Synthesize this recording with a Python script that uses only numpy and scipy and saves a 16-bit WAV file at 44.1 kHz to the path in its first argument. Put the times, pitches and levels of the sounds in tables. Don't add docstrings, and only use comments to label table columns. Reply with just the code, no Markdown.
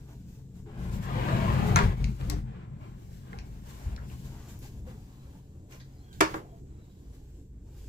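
import sys
import numpy as np
from scipy import signal
from scipy.fft import rfft, irfft, next_fast_len
from scipy.io import wavfile
from scipy.ndimage import uniform_filter1d, map_coordinates

SR = 44100
rng = np.random.default_rng(int(sys.argv[2]) if len(sys.argv) > 2 else 0)


def master_out(mix):
    frames = np.transpose(np.atleast_2d(mix))
    ceiling = np.clip(frames, -1, 1)
    pcm = np.round(ceiling * 32767).astype(np.int16)
    wavfile.write(sys.argv[1], SR, pcm)


def nominal_scale(level):
    x = np.asarray(level, float) / 20
    return 10 ** x


N = 347609
TOP_HZ = 15870


def unit(x):
    return x / np.sqrt(np.mean(x ** 2) + 1e-20)


def along(points, hz):
    f, v = np.transpose(points)
    return np.interp(np.log(hz + 1), np.log(f + 1), v)


def curves(rows):
    s, *cols = np.transpose(rows)
    return [np.interp(np.arange(N) / SR, s, c) for c in cols]


def wobble(rate):
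    knots = rng.standard_normal(int(N * rate / SR) + 4)
    return map_coordinates(knots, [np.arange(N) * rate / SR])


def filtered(x, response):
    m = next_fast_len(x.shape[-1] + 8192)
    spectrum = rfft(x, m) * response(np.fft.rfftfreq(m, 1 / SR))
    return irfft(spectrum, m)[..., :x.shape[-1]]


def resonant(modes):
    def response(f):
        total = 0
        for k, (centre, width, db) in enumerate(modes):
            damping = 1j * f * width
            total = total + (-1) ** k * nominal_scale(db) * damping / (centre * centre - f * f + damping)
        return total
    return response


# f/Hz, left-right likeness
COHERENCE = [(60, 1), (250, 0.97), (700, 0.53), (3000, 0.18), (12000, 0.21)]


def coherence_angle(hz):
    return np.arccos(np.clip(along(COHERENCE, hz), -1, 1)) / 2


def spread(pair, response):
    def mid_side(hz):
        angle = coherence_angle(hz)
        return response(hz) * (hz < TOP_HZ) * [np.cos(angle), np.sin(angle)]
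    mid, side = filtered(pair, mid_side)
    return unit(np.array([mid + side, mid - side]))


def grit(spike_db, streak_db):
    noise = rng.standard_normal((2, N)) * nominal_scale(spike_db * rng.standard_normal(N))
    z = signal.stft(noise, nperseg=1024)[2]
    field = uniform_filter1d(rng.standard_normal(z.shape[1:]), size=3, axis=0)
    field = uniform_filter1d(field, size=14, axis=1)
    return signal.istft(z * nominal_scale(streak_db * unit(field)), nperseg=1024)[1][:, :N]


def strokes(rows, rise, fall):
    t = np.arange(0, N + 64, 64) / SR
    s, length, *levels = np.transpose(rows)[:, :, None]
    shape_db = -rise * np.clip(s - t, 0, None) - fall * np.clip(t - s - length, 0, None)
    powers = [np.sum(nominal_scale(2 * (db + shape_db)), axis=0) for db in levels]
    return [np.interp(np.arange(N) / SR, t, power) for power in powers]


def place(out, s, sound):
    start = round(s * SR)
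    out[:, start:start + sound.shape[-1]] += sound


# f/Hz, level/dB per Hz
HUM_SPECTRUM = [(12, -7), (20, -2.5), (44, 1), (70, 4.5), (116, -6), (204, -22.5), (270, -8.5),
                (388, -18.5), (434, -15.5), (976, -70.5), (4540, -55), (7730, -38.5), (9140, -59),
                (14300, -53.5), (16000, -65)]


def hum():
    return nominal_scale(-50 + 2.0 * wobble(10.0)) * spread(grit(0, 1), lambda hz: nominal_scale(along(HUM_SPECTRUM, hz)))


# f/Hz, width/Hz, level/dB
SWAY_MODES = [(35.3, 8.6, -3.5), (60, 17, -9), (81.8, 10.9, 1)]
# f/Hz, width/Hz, level/dB
DRUM_MODES = [(94, 19, -3.5), (130.9, 13.4, 3), (181.9, 7.2, -1.66), (215.6, 20, -8)]
# t/s, level/dB
TREMBLE_LEVEL = [(0, -44), (.7, -44.5), (.82, -35), (.96, -31.5), (1.05, -40.5), (1.14, -30.5),
                 (1.65, -24.5), (1.86, -25), (1.97, -35), (2.11, -32), (2.17, -43), (2.22, -32),
                 (2.37, -34), (2.5, -40), (3.3, -44), (4.3, -44), (5.3, -49), (7.88, -51.5)]
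# t/s, level/dB
SHAKE_LEVEL = [(0, -4.5), (1.78, 3), (1.84, 1), (2.17, -11), (2.21, 4.5), (2.45, -7), (2.55, -4.5),
               (6.9, 6), (7.05, -7.5), (7.88, -12)]
# t/s, length/s, sway level/dB, drumming level/dB
SHOVES = [(.57, 0.033, -60, -66), (.79, 0.21, -36.5, -41), (1.05, 0.2, -40, -38.5), (1.33, 0.02, -38, -26),
          (1.49, 0.023, -29, -41), (1.72, 0.045, -34, -25), (1.84, 0.036, -23, -40),
          (2.01, 0.055, -26.5, -38.5), (2.24, 0.15, -32, -50), (2.93, .03, -50, -59),
          (3.36, 0.04, -40, -56), (3.5, 0.15, -45, -66), (3.87, 0.054, -34.5, -47), (4.03, 0.022, -41, -47),
          (4.26, 0.022, -42.5, -44.5), (4.85, 0.099, -54, -45), (5.35, 0.011, -65.5, -47.5),
          (5.97, 0.022, -52, -67.5), (6.2, 0.066, -48, -43.5), (6.33, 0.015, -52, -46.5),
          (6.66, 0.16, -51.5, -62), (7.06, 0.05, -47, -55), (7.3, 0.025, -48.5, -57),
          (7.53, 0.088, -46.5, -55.5), (7.77, 0.063, -44, -61)]
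SWING_HZ = 52.4
SWAY_DB = -8
SWAY_WAVERS_DB, DRUM_WAVERS_DB = 2, 2


def even(x):
    power = uniform_filter1d(np.mean(x ** 2, axis=0), size=2600)
    return x / np.sqrt(np.abs(power) + 0.17)


def panel():
    tremble_db, = curves(TREMBLE_LEVEL)
    sway_jolts, drum_jolts = strokes(SHOVES, rise=453, fall=157.5)
    sway_tremble = nominal_scale(2.034 * (tremble_db + SWAY_DB + SWAY_WAVERS_DB * wobble(10)))
    drum_tremble = nominal_scale(2.082 * (tremble_db + DRUM_WAVERS_DB * wobble(12)))
    swing = np.sin(2 * np.pi * SWING_HZ * np.cumsum(1 + 0.058 * wobble(9.9)) / SR)
    shake = nominal_scale(curves(SHAKE_LEVEL)[0])
    rough = even(spread(grit(0, 0), resonant(SWAY_MODES)))
    sway = (np.sqrt(2) * swing + shake * rough) / np.sqrt(1 + shake ** 2)
    body = resonant([(150, 200, 0)])
    drum = even(spread(grit(0, 0), lambda hz: resonant(DRUM_MODES)(hz) * body(hz)))
    return np.sqrt(sway_tremble + sway_jolts) * sway + np.sqrt(drum_tremble + drum_jolts) * drum


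# f/Hz, level/dB per Hz
ROLLING_SPECTRUM = [(150, -31.5), (250, -3.5), (358, -2), (653, -4.5), (842, -5), (1020, -5.5),
                    (1300, -9.5), (3000, -17.5), (9000, -46.5), (11700, -75.5), (19800, -120)]
# f/Hz, width/Hz, level/dB
CARCASS_MODES = [(300, 150, 4), (377, 40, -9), (600, 45, -8), (900, 71, -2), (1220, 460, -4),
                 (2100, 590, -13)]


def roll(slide_db, wood_power):
    uneven = nominal_scale(1.7 * (1.3 * wobble(25) + 1.6 * wobble(8.2)))
    roll_db = 10 * np.log10(nominal_scale(2 * slide_db) + uneven * (wood_power + nominal_scale(2 * -85)))
    crowd = rng.standard_normal(1200)

    def wood(hz):
        close_modes = nominal_scale(2.6 * np.interp(hz / 14, np.arange(len(crowd)), crowd))
        carcass = 1.5 + np.abs(resonant(CARCASS_MODES)(hz)) * nominal_scale(-9.0)
        return nominal_scale(along(ROLLING_SPECTRUM, hz)) * carcass * close_modes

    grind = spread(grit(3.5, 2.2), wood)
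    force = np.clip((roll_db + 72.5) / 16, 0, 1)
    dull = unit(filtered(grind, lambda hz: 1 / (1 + (hz / 850) ** 4)))
    return nominal_scale(roll_db + 0.68) * (force * grind + (1 - force) * dull)


# f/Hz, level/dB per Hz
RUSTLE_SPECTRUM = [(880, -60), (1500, 1), (1900, -4.5), (2390, -3), (3250, -2.5), (5330, -3.5), (6000, -3),
                   (7610, -1.5), (8740, -10), (15100, -5.5), (16000, -28.5)]


def rustle(slide_db, cloth_power):
    air_power = nominal_scale(2 * (-55.5 + 0.98 * (slide_db - slide_db.max())))
    air_power = air_power * (slide_db > -58) * (np.arange(N) < 2.1 * SR)
    power = uniform_filter1d(air_power, size=2000) + cloth_power + nominal_scale(2 * -86)
    hiss_db = 10 * np.log10(power) + 3.0 + 0.46 * wobble(54)
    return nominal_scale(hiss_db) * spread(grit(2.5, 1.8), lambda hz: nominal_scale(along(RUSTLE_SPECTRUM, hz)))


# t/s, rolling level/dB
DOOR_RUN = [(.64, -93), (.664, -58.5), (.85, -51), (1.01, -52), (1.09, -41.5), (1.22, -36), (1.37, -34),
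            (1.75, -35.5), (1.93, -43), (2.04, -83)]
# t/s, length/s, wood level/dB, cloth level/dB
SLOW_MOVES = [(0, 0.39, -72, -73), (.42, 0.29, -75, -79.5), (2.09, 0.18, -57, -66), (.82, .08, -66, -65),
              (2.48, 0.14, -55.5, -102), (2.82, 0.11, -58.5, -75.5), (3.0, 0.33, -61, -70),
              (3.32, 0.062, -52.5, -71.5), (3.46, 0.13, -65, -70), (3.67, 0.19, -56, -62),
              (3.93, 0.12, -57, -71.5), (4.09, 0.47, -60.5, -64), (4.7, 0.092, -64.5, -69.5),
              (4.94, 0.44, -64.5, -70.5), (5.38, 0.31, -68.5, -80), (5.8, 0.33, -66.5, -74),
              (6.42, 0.17, -62.5, -75.5), (6.85, 0.55, -69.5, -75), (7.68, 0.075, -70.5, -75),
              (7.78, 0.15, -67.5, -67)]
# t/s, length/s, wood level/dB, cloth level/dB
HAND_BRUSHES = [(0.088, .05, -60, -70.5), (0.29, 0.073, -69.5, -69.5), (0.393, .02, -81, -80),
                (0.557, 0.047, -65.5, -70), (0.93, 0.031, -50, -56.5), (1.03, 0.018, -49, -57),
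                (1.67, 0.018, -54, -52.5), (1.977, 0.022, -47, -66), (2.206, 0.01, -46.5, -64),
                (2.3, 0.085, -52, -72), (2.862, 0.04, -63, -77), (3.13, 0.052, -74, -68),
                (3.695, 0.012, -66, -59.5), (4.115, 0.019, -56, -68), (4.249, 0.018, -59, -63),
                (2.64, 0.13, -62, -102), (4.495, 0.013, -67, -57.5), (4.628, 0.039, -59.5, -58),
                (4.874, 0.04, -56.5, -65.5), (5.335, 0.028, -70, -81), (5.713, 0.046, -55.5, -62),
                (6.13, 0.077, -64, -66), (6.29, 0.079, -49, -58.5), (6.854, 0.023, -80, -86),
                (7.136, 0.028, -65, -71)]


def motion():
    slide_db, = curves(DOOR_RUN)
    slow = strokes(SLOW_MOVES, rise=220, fall=137)
    quick = strokes(HAND_BRUSHES, rise=600.5, fall=258)
    wood_power, cloth_power = np.add(slow, quick)
    return roll(slide_db, wood_power) + rustle(slide_db, cloth_power)


# t/s, peak level/dB,
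# f/Hz, t60/s, rise/s
SINGLE_MODE_BUMPS = [(.655, -50, 339, 1, 0.0032), (.664, -56.5, 783, 0.4, 0.0013),
                     (.665, -46.5, 420, 0.39, 0.0037), (1.7598, -12.5, 2246, .007, .0003),
                     (1.76, -16, 1500, .01, 0.00027), (1.76, -21.5, 4100, .008, .0003),
                     (1.76, -10, 6210, 0.0072, 0.0002), (1.7604, -29.5, 9700, .02, .0005),
                     (1.8, -23, 406, 0.16, 0.005), (3.33, -42, 2075, 0.04, 0.002), (3.858, -32, 64.4, 0.94, 0.004),
                     (4.65, -47, 800, 0.064, 0.0031), (4.869, -42.5, 507, 0.15, 0.0035),
                     (5.35, -48, 870, 0.061, 0.0065), (6.52, -40, 675, 0.15, 0.027)]


def bumps():
    out, t = np.zeros((2, N)), np.arange(SR) / SR
    for s, db, hz, t60, rise in SINGLE_MODE_BUMPS:
        envelope = nominal_scale(db - 60 * t / t60) * (1 - np.exp(-t / rise))
        place(out, s, envelope * np.sin(2 * np.pi * hz * t))
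    return out


# start t/s, end t/s, f/Hz, level/dB
LEAF_GROANS = [(1.03, 1.09, 1675, -53.5), (1.06, 1.13, 728, -45), (1.08, 1.18, 1205, -47.5),
               (1.14, 1.21, 520, -42), (1.18, 1.38, 977, -46), (1.27, 1.37, 1163, -43),
               (1.31, 1.47, 651, -38.5), (1.34, 1.5, 2230, -51.5), (1.46, 1.53, 1050, -39),
               (1.48, 1.52, 1910, -48), (1.51, 1.57, 1220, -46), (1.56, 1.76, 427, -42.5),
               (1.62, 1.75, 1120, -50.5), (2.3, 2.36, 400, -48), (2.28, 2.399, 300, -43),
               (2.3, 2.338, 1096, -51), (1.45, 1.72, 186, -33), (2.31, 2.36, 708, -52),
               (3.32, 3.366, 452, -53), (3.33, 3.37, 797, -56), (6.44, 6.5, 703, -61)]


def groans():
    t, out = np.arange(N) / SR, np.zeros((2, N))
    for start, end, hz, db in LEAF_GROANS:
        part = slice(round(start * SR), round(end * SR))
        swell = np.sin(np.pi * (t[part] - start) / (end - start)) ** 0.28
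        drive = rng.standard_normal((2, len(swell)))
        mode = resonant([(hz, 0.06 * hz, 0)])
        out[:, part] += nominal_scale(db) * swell * unit(filtered(drive[0] + .6 * drive, lambda f: mode(f) ** 2))
    return out


def snap(hz, breadth):
    t = np.arange(SR // 10) / SR
    echoes = nominal_scale(-18 - 60 * t / 0.015) * rng.standard_normal((2, len(t)))
    echoes[:, 0] = 1
    mode = resonant([(hz, breadth * hz, 0)])
    x = filtered(echoes, lambda f: mode(f) ** 2 * (f < TOP_HZ + 600))
    return np.pad(x, ((0, 0), (0, SR // 2 - len(t)))) / np.abs(x).max()


# f/Hz, t60/s
CABIN_DECAY = [(200, 1), (600, 0.24), (2000, 0.21), (5000, 0.24), (8500, 0.18), (14000, 0.23)]
# f/Hz, level/dB
CABIN_SPECTRUM = [(150, -12), (350, 7), (750, -1), (1500, 0), (3000, -6.5), (7500, -1), (9000, -7.5),
                  (16000, -9)]


def cabin(x):
    hz, t, z = signal.stft(rng.standard_normal(x.shape), SR, nperseg=256)
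    angle = coherence_angle(hz)[:, None]
    z = np.cos(angle) * z[0] + np.sin(angle) * z[1] * [[[1]], [[-1]]]
    decay_db = along(CABIN_SPECTRUM, hz)[:, None] - 60 * t / along(CABIN_DECAY, hz)[:, None]
    z = z * (hz < TOP_HZ - 100)[:, None] * nominal_scale(decay_db)
    tail = signal.istft(z, SR, nperseg=256)[1][:, :x.shape[1]]
    delayed = np.pad(x[:1, :1500], ((0, 0), (110, 0)))
    return signal.fftconvolve(delayed, tail / np.linalg.norm(tail[0]), axes=1)[:, :x.shape[1]]


# t/s, peak
# level/dB, tip f/Hz, overtone level/dB, room level/dB
SMALL_TICKS = [(1.287, -28, 1400, -4, -3), (2.0429, -28, 2430, -0.5, -5.5), (2.212, -39.5, 1520, 1, -5),
               (2.3035, -28.5, 4200, -13, -4.5), (2.3008, -28, 5900, -15, -4),
               (2.2999, -35, 1070, 1.5, 2), (3.331, -32.5, 1570, -19, -7),
               (3.388, -36.5, 2400, 1.5, -4.5), (4.1, -46, 2570, -17, 0), (3.9634, -44, 2300, 8.5, -10),
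               (3.978, -41.5, 1400, -18, 1.5), (5.8, -53.5, 2000, 6.5, 9), (5.72, -50, 2550, -2, 12),
               (4.59, -50, 6300, 10, 4), (6.1294, -44.5, 3700, -0.5, 3)]


def ticks():
    out = np.zeros((2, N))
    for s, db, tip_hz, second_db, room_db in SMALL_TICKS:
        tick = snap(tip_hz, breadth=0.44) + nominal_scale(second_db) * snap(1.97 * tip_hz, breadth=0.54)
        place(out, s, nominal_scale(db) * (tick + nominal_scale(room_db) * cabin(tick)))
    return out


def blow(modes, tip_hz, ring_db, bright_db, room_db):
    t = np.arange(SR // 2) / SR
    crack = nominal_scale(bright_db) * snap(6000, breadth=1.3) + snap(tip_hz, breadth=1.46)
    rise = 1 - np.exp(-t / 0.0013)
    ring = 0
    for hz, db, t60 in modes:
        stray = np.cumsum(rng.standard_normal((2, len(t))), axis=1) * .04 * np.log(hz / 260)
        ring = ring + nominal_scale(db - 60 * t / t60) * np.sin(2 * np.pi * hz * t + stray)
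    return crack + nominal_scale(ring_db) * rise * ring + nominal_scale(room_db) * cabin(crack)


def blows(modes, events):
    out = np.zeros((2, N))
    for s, db, tip_hz, ring_db, room_db in events:
        place(out, s, nominal_scale(db) * blow(modes, tip_hz, ring_db, -0.5 + 1.4 * db, room_db))
    return out


# t/s, peak level/dB, tip f/Hz, ring level/dB, room level/dB
CATCH_BLOWS = [
    (1.76, -8.5, 1266, -11.5, 0),
    (1.769, -19, 1390, -6.5, 3.5),
]
# f/Hz, level/dB, t60/s
CATCH_MODES = [(740, -11.5, 0.23), (962, -2, 0.21), (1150, -8.5, 0.17), (1457, 2.5, 0.11),
               (2200, -0.5, 0.05), (1630, -5, 0.038), (2400, -14, 0.059), (6300, -7.5, 0.03),
               (6900, -18, 0.13)]
# t/s, peak level/dB, tip f/Hz, ring level/dB, room level/dB
CHATTER_BLOWS = [
    (1.779, -24, 1000, -7, -1),
    (1.789, -16.5, 2004, -4.5, -2),
    (1.799, -23.5, 1893, -8, 1),
    (1.81, -24.5, 1094, -4.5, -1),
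    (1.821, -27.5, 1500, -6, -0.5),
    (1.838, -27, 1980, -5, -1),
]
# f/Hz, level/dB, t60/s
RUNNER_MODES = [(748, -9.5, 0.092), (945, -2, 0.07), (1143, -3.5, 0.13), (1419, -2, 0.059),
                (1660, -3, 0.065), (2165, -2.5, 0.031), (2400, -11.5, .06)]


def catch():
    return blows(CATCH_MODES, CATCH_BLOWS) + blows(RUNNER_MODES, CHATTER_BLOWS)


# t/s, peak level/dB, tip f/Hz, right microphone
# level/dB, room level/dB
NAIL_CLICK = [
    (2.2996, -13, 6300, -15, -11),
]


def near_click():
    (s, db, tip_hz, far_db, room_db), = NAIL_CLICK
    tick, out = snap(tip_hz, breadth=1.5), np.zeros((2, N))
    place(out, s, nominal_scale(db) * (nominal_scale([[0], [far_db]]) * tick + nominal_scale(room_db) * cabin(tick)))
    return out


# start t/s, end t/s, f/Hz, level/dB
FAINT_WHINES = [(5.041, 5.346, 4000, -77), (5.494, 5.709, 6300, -82.5), (5.864, 6.048, 5030, -75),
                (6.049, 6.22, 1550, -64), (5.947, 6.105, 4140, -71), (6.003, 6.205, 3270, -69),
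                (6.479, 6.597, 3240, -76), (6.674, 7.044, 3900, -76.5)]


def whines():
    t, out = np.arange(N) / SR, np.zeros(N)
    for start, end, hz, db in FAINT_WHINES:
        swell = np.sin(np.pi * np.clip((t - start) / (end - start), 0, 1))
        drift = np.cumsum(1 + .016 * wobble(40)) / SR
        breath = .4 + 0.97 * wobble(250)
        out += nominal_scale(db) * swell * breath * np.sin(2 * np.pi * hz * drift)
    return out


# t/s, peak level/dB, tip f/Hz, ring level/dB, room level/dB
KNOCK_BLOWS = [
    (6.2064, -13.5, 2400, -11, 1),
    (6.2093, -3, 1199, -18, -7.5),
    (6.2124, -7, 1470, -14, -3),
]
# f/Hz, level/dB, t60/s
DOOR_MODES = [(200, -6, 0.098), (317, -3, 0.17), (391, 2, 0.12), (461.5, -1, 0.11), (629, 1.5, 0.094),
              (780, -13, 0.1), (920, -11, 0.24), (1026, -11, .08), (1271, -10, .13), (1373, -8.5, 0.08),
              (1720, -13, 0.14), (2044, -12, 0.14), (2290, -16, 0.15), (2960, -18, 0.071)]
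# t/s, peak level/dB, tip f/Hz, ring level/dB, room level/dB
BOUNCE_BLOWS = [
    (6.3421, -22.5, 989, -6.5, -3),
    (6.3443, -28.5, 709, -7, -3),
]
# f/Hz, level/dB, t60/s
EDGE_MODES = [(320, -0.5, 0.17), (400, -6, .07), (570, -4, .1), (840, -14.5, 0.27), (1087, -8, .07),
              (1410, -11.5, .12), (1640, -15, 0.13), (2073, -16, .1)]


def knock():
    return blows(DOOR_MODES, KNOCK_BLOWS) + blows(EDGE_MODES, BOUNCE_BLOWS)


def scene():
    steady = hum() + panel() + motion()
    return steady + bumps() + groans() + ticks() + catch() + near_click() + whines() + knock()


def low_pass(x):
    return signal.sosfilt(signal.butter(12, 16970, fs=SR, output="sos"), x)


# t/s, lag of left/samples, left-right level/dB
PHONE_AIM = [(0, -7, 1.3), (.6, -5, 2), (.95, -18, 3.6), (2.3, -21, 3), (2.7, -23.5, 1.5), (4.1, -17.5, 2),
             (4.6, 7.5, 1.6), (6, 10.5, 0.5), (6.15, 18.5, -1.5), (6.45, 15, 0), (7, 10, 0),
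             (7.88, -1.5, 0)]


def record(dry):
    lag, lean_db = curves(PHONE_AIM)
    ports = []
    for x, side in zip(dry, (1, -1)):
        delayed = map_coordinates(x, [np.arange(N) - side * lag / 2], mode="nearest")
        ports.append(nominal_scale(side * lean_db / 2) * delayed)
    mix = np.array(ports)
    return low_pass(mix)


dry = scene()
out = record(dry)
master_out(out)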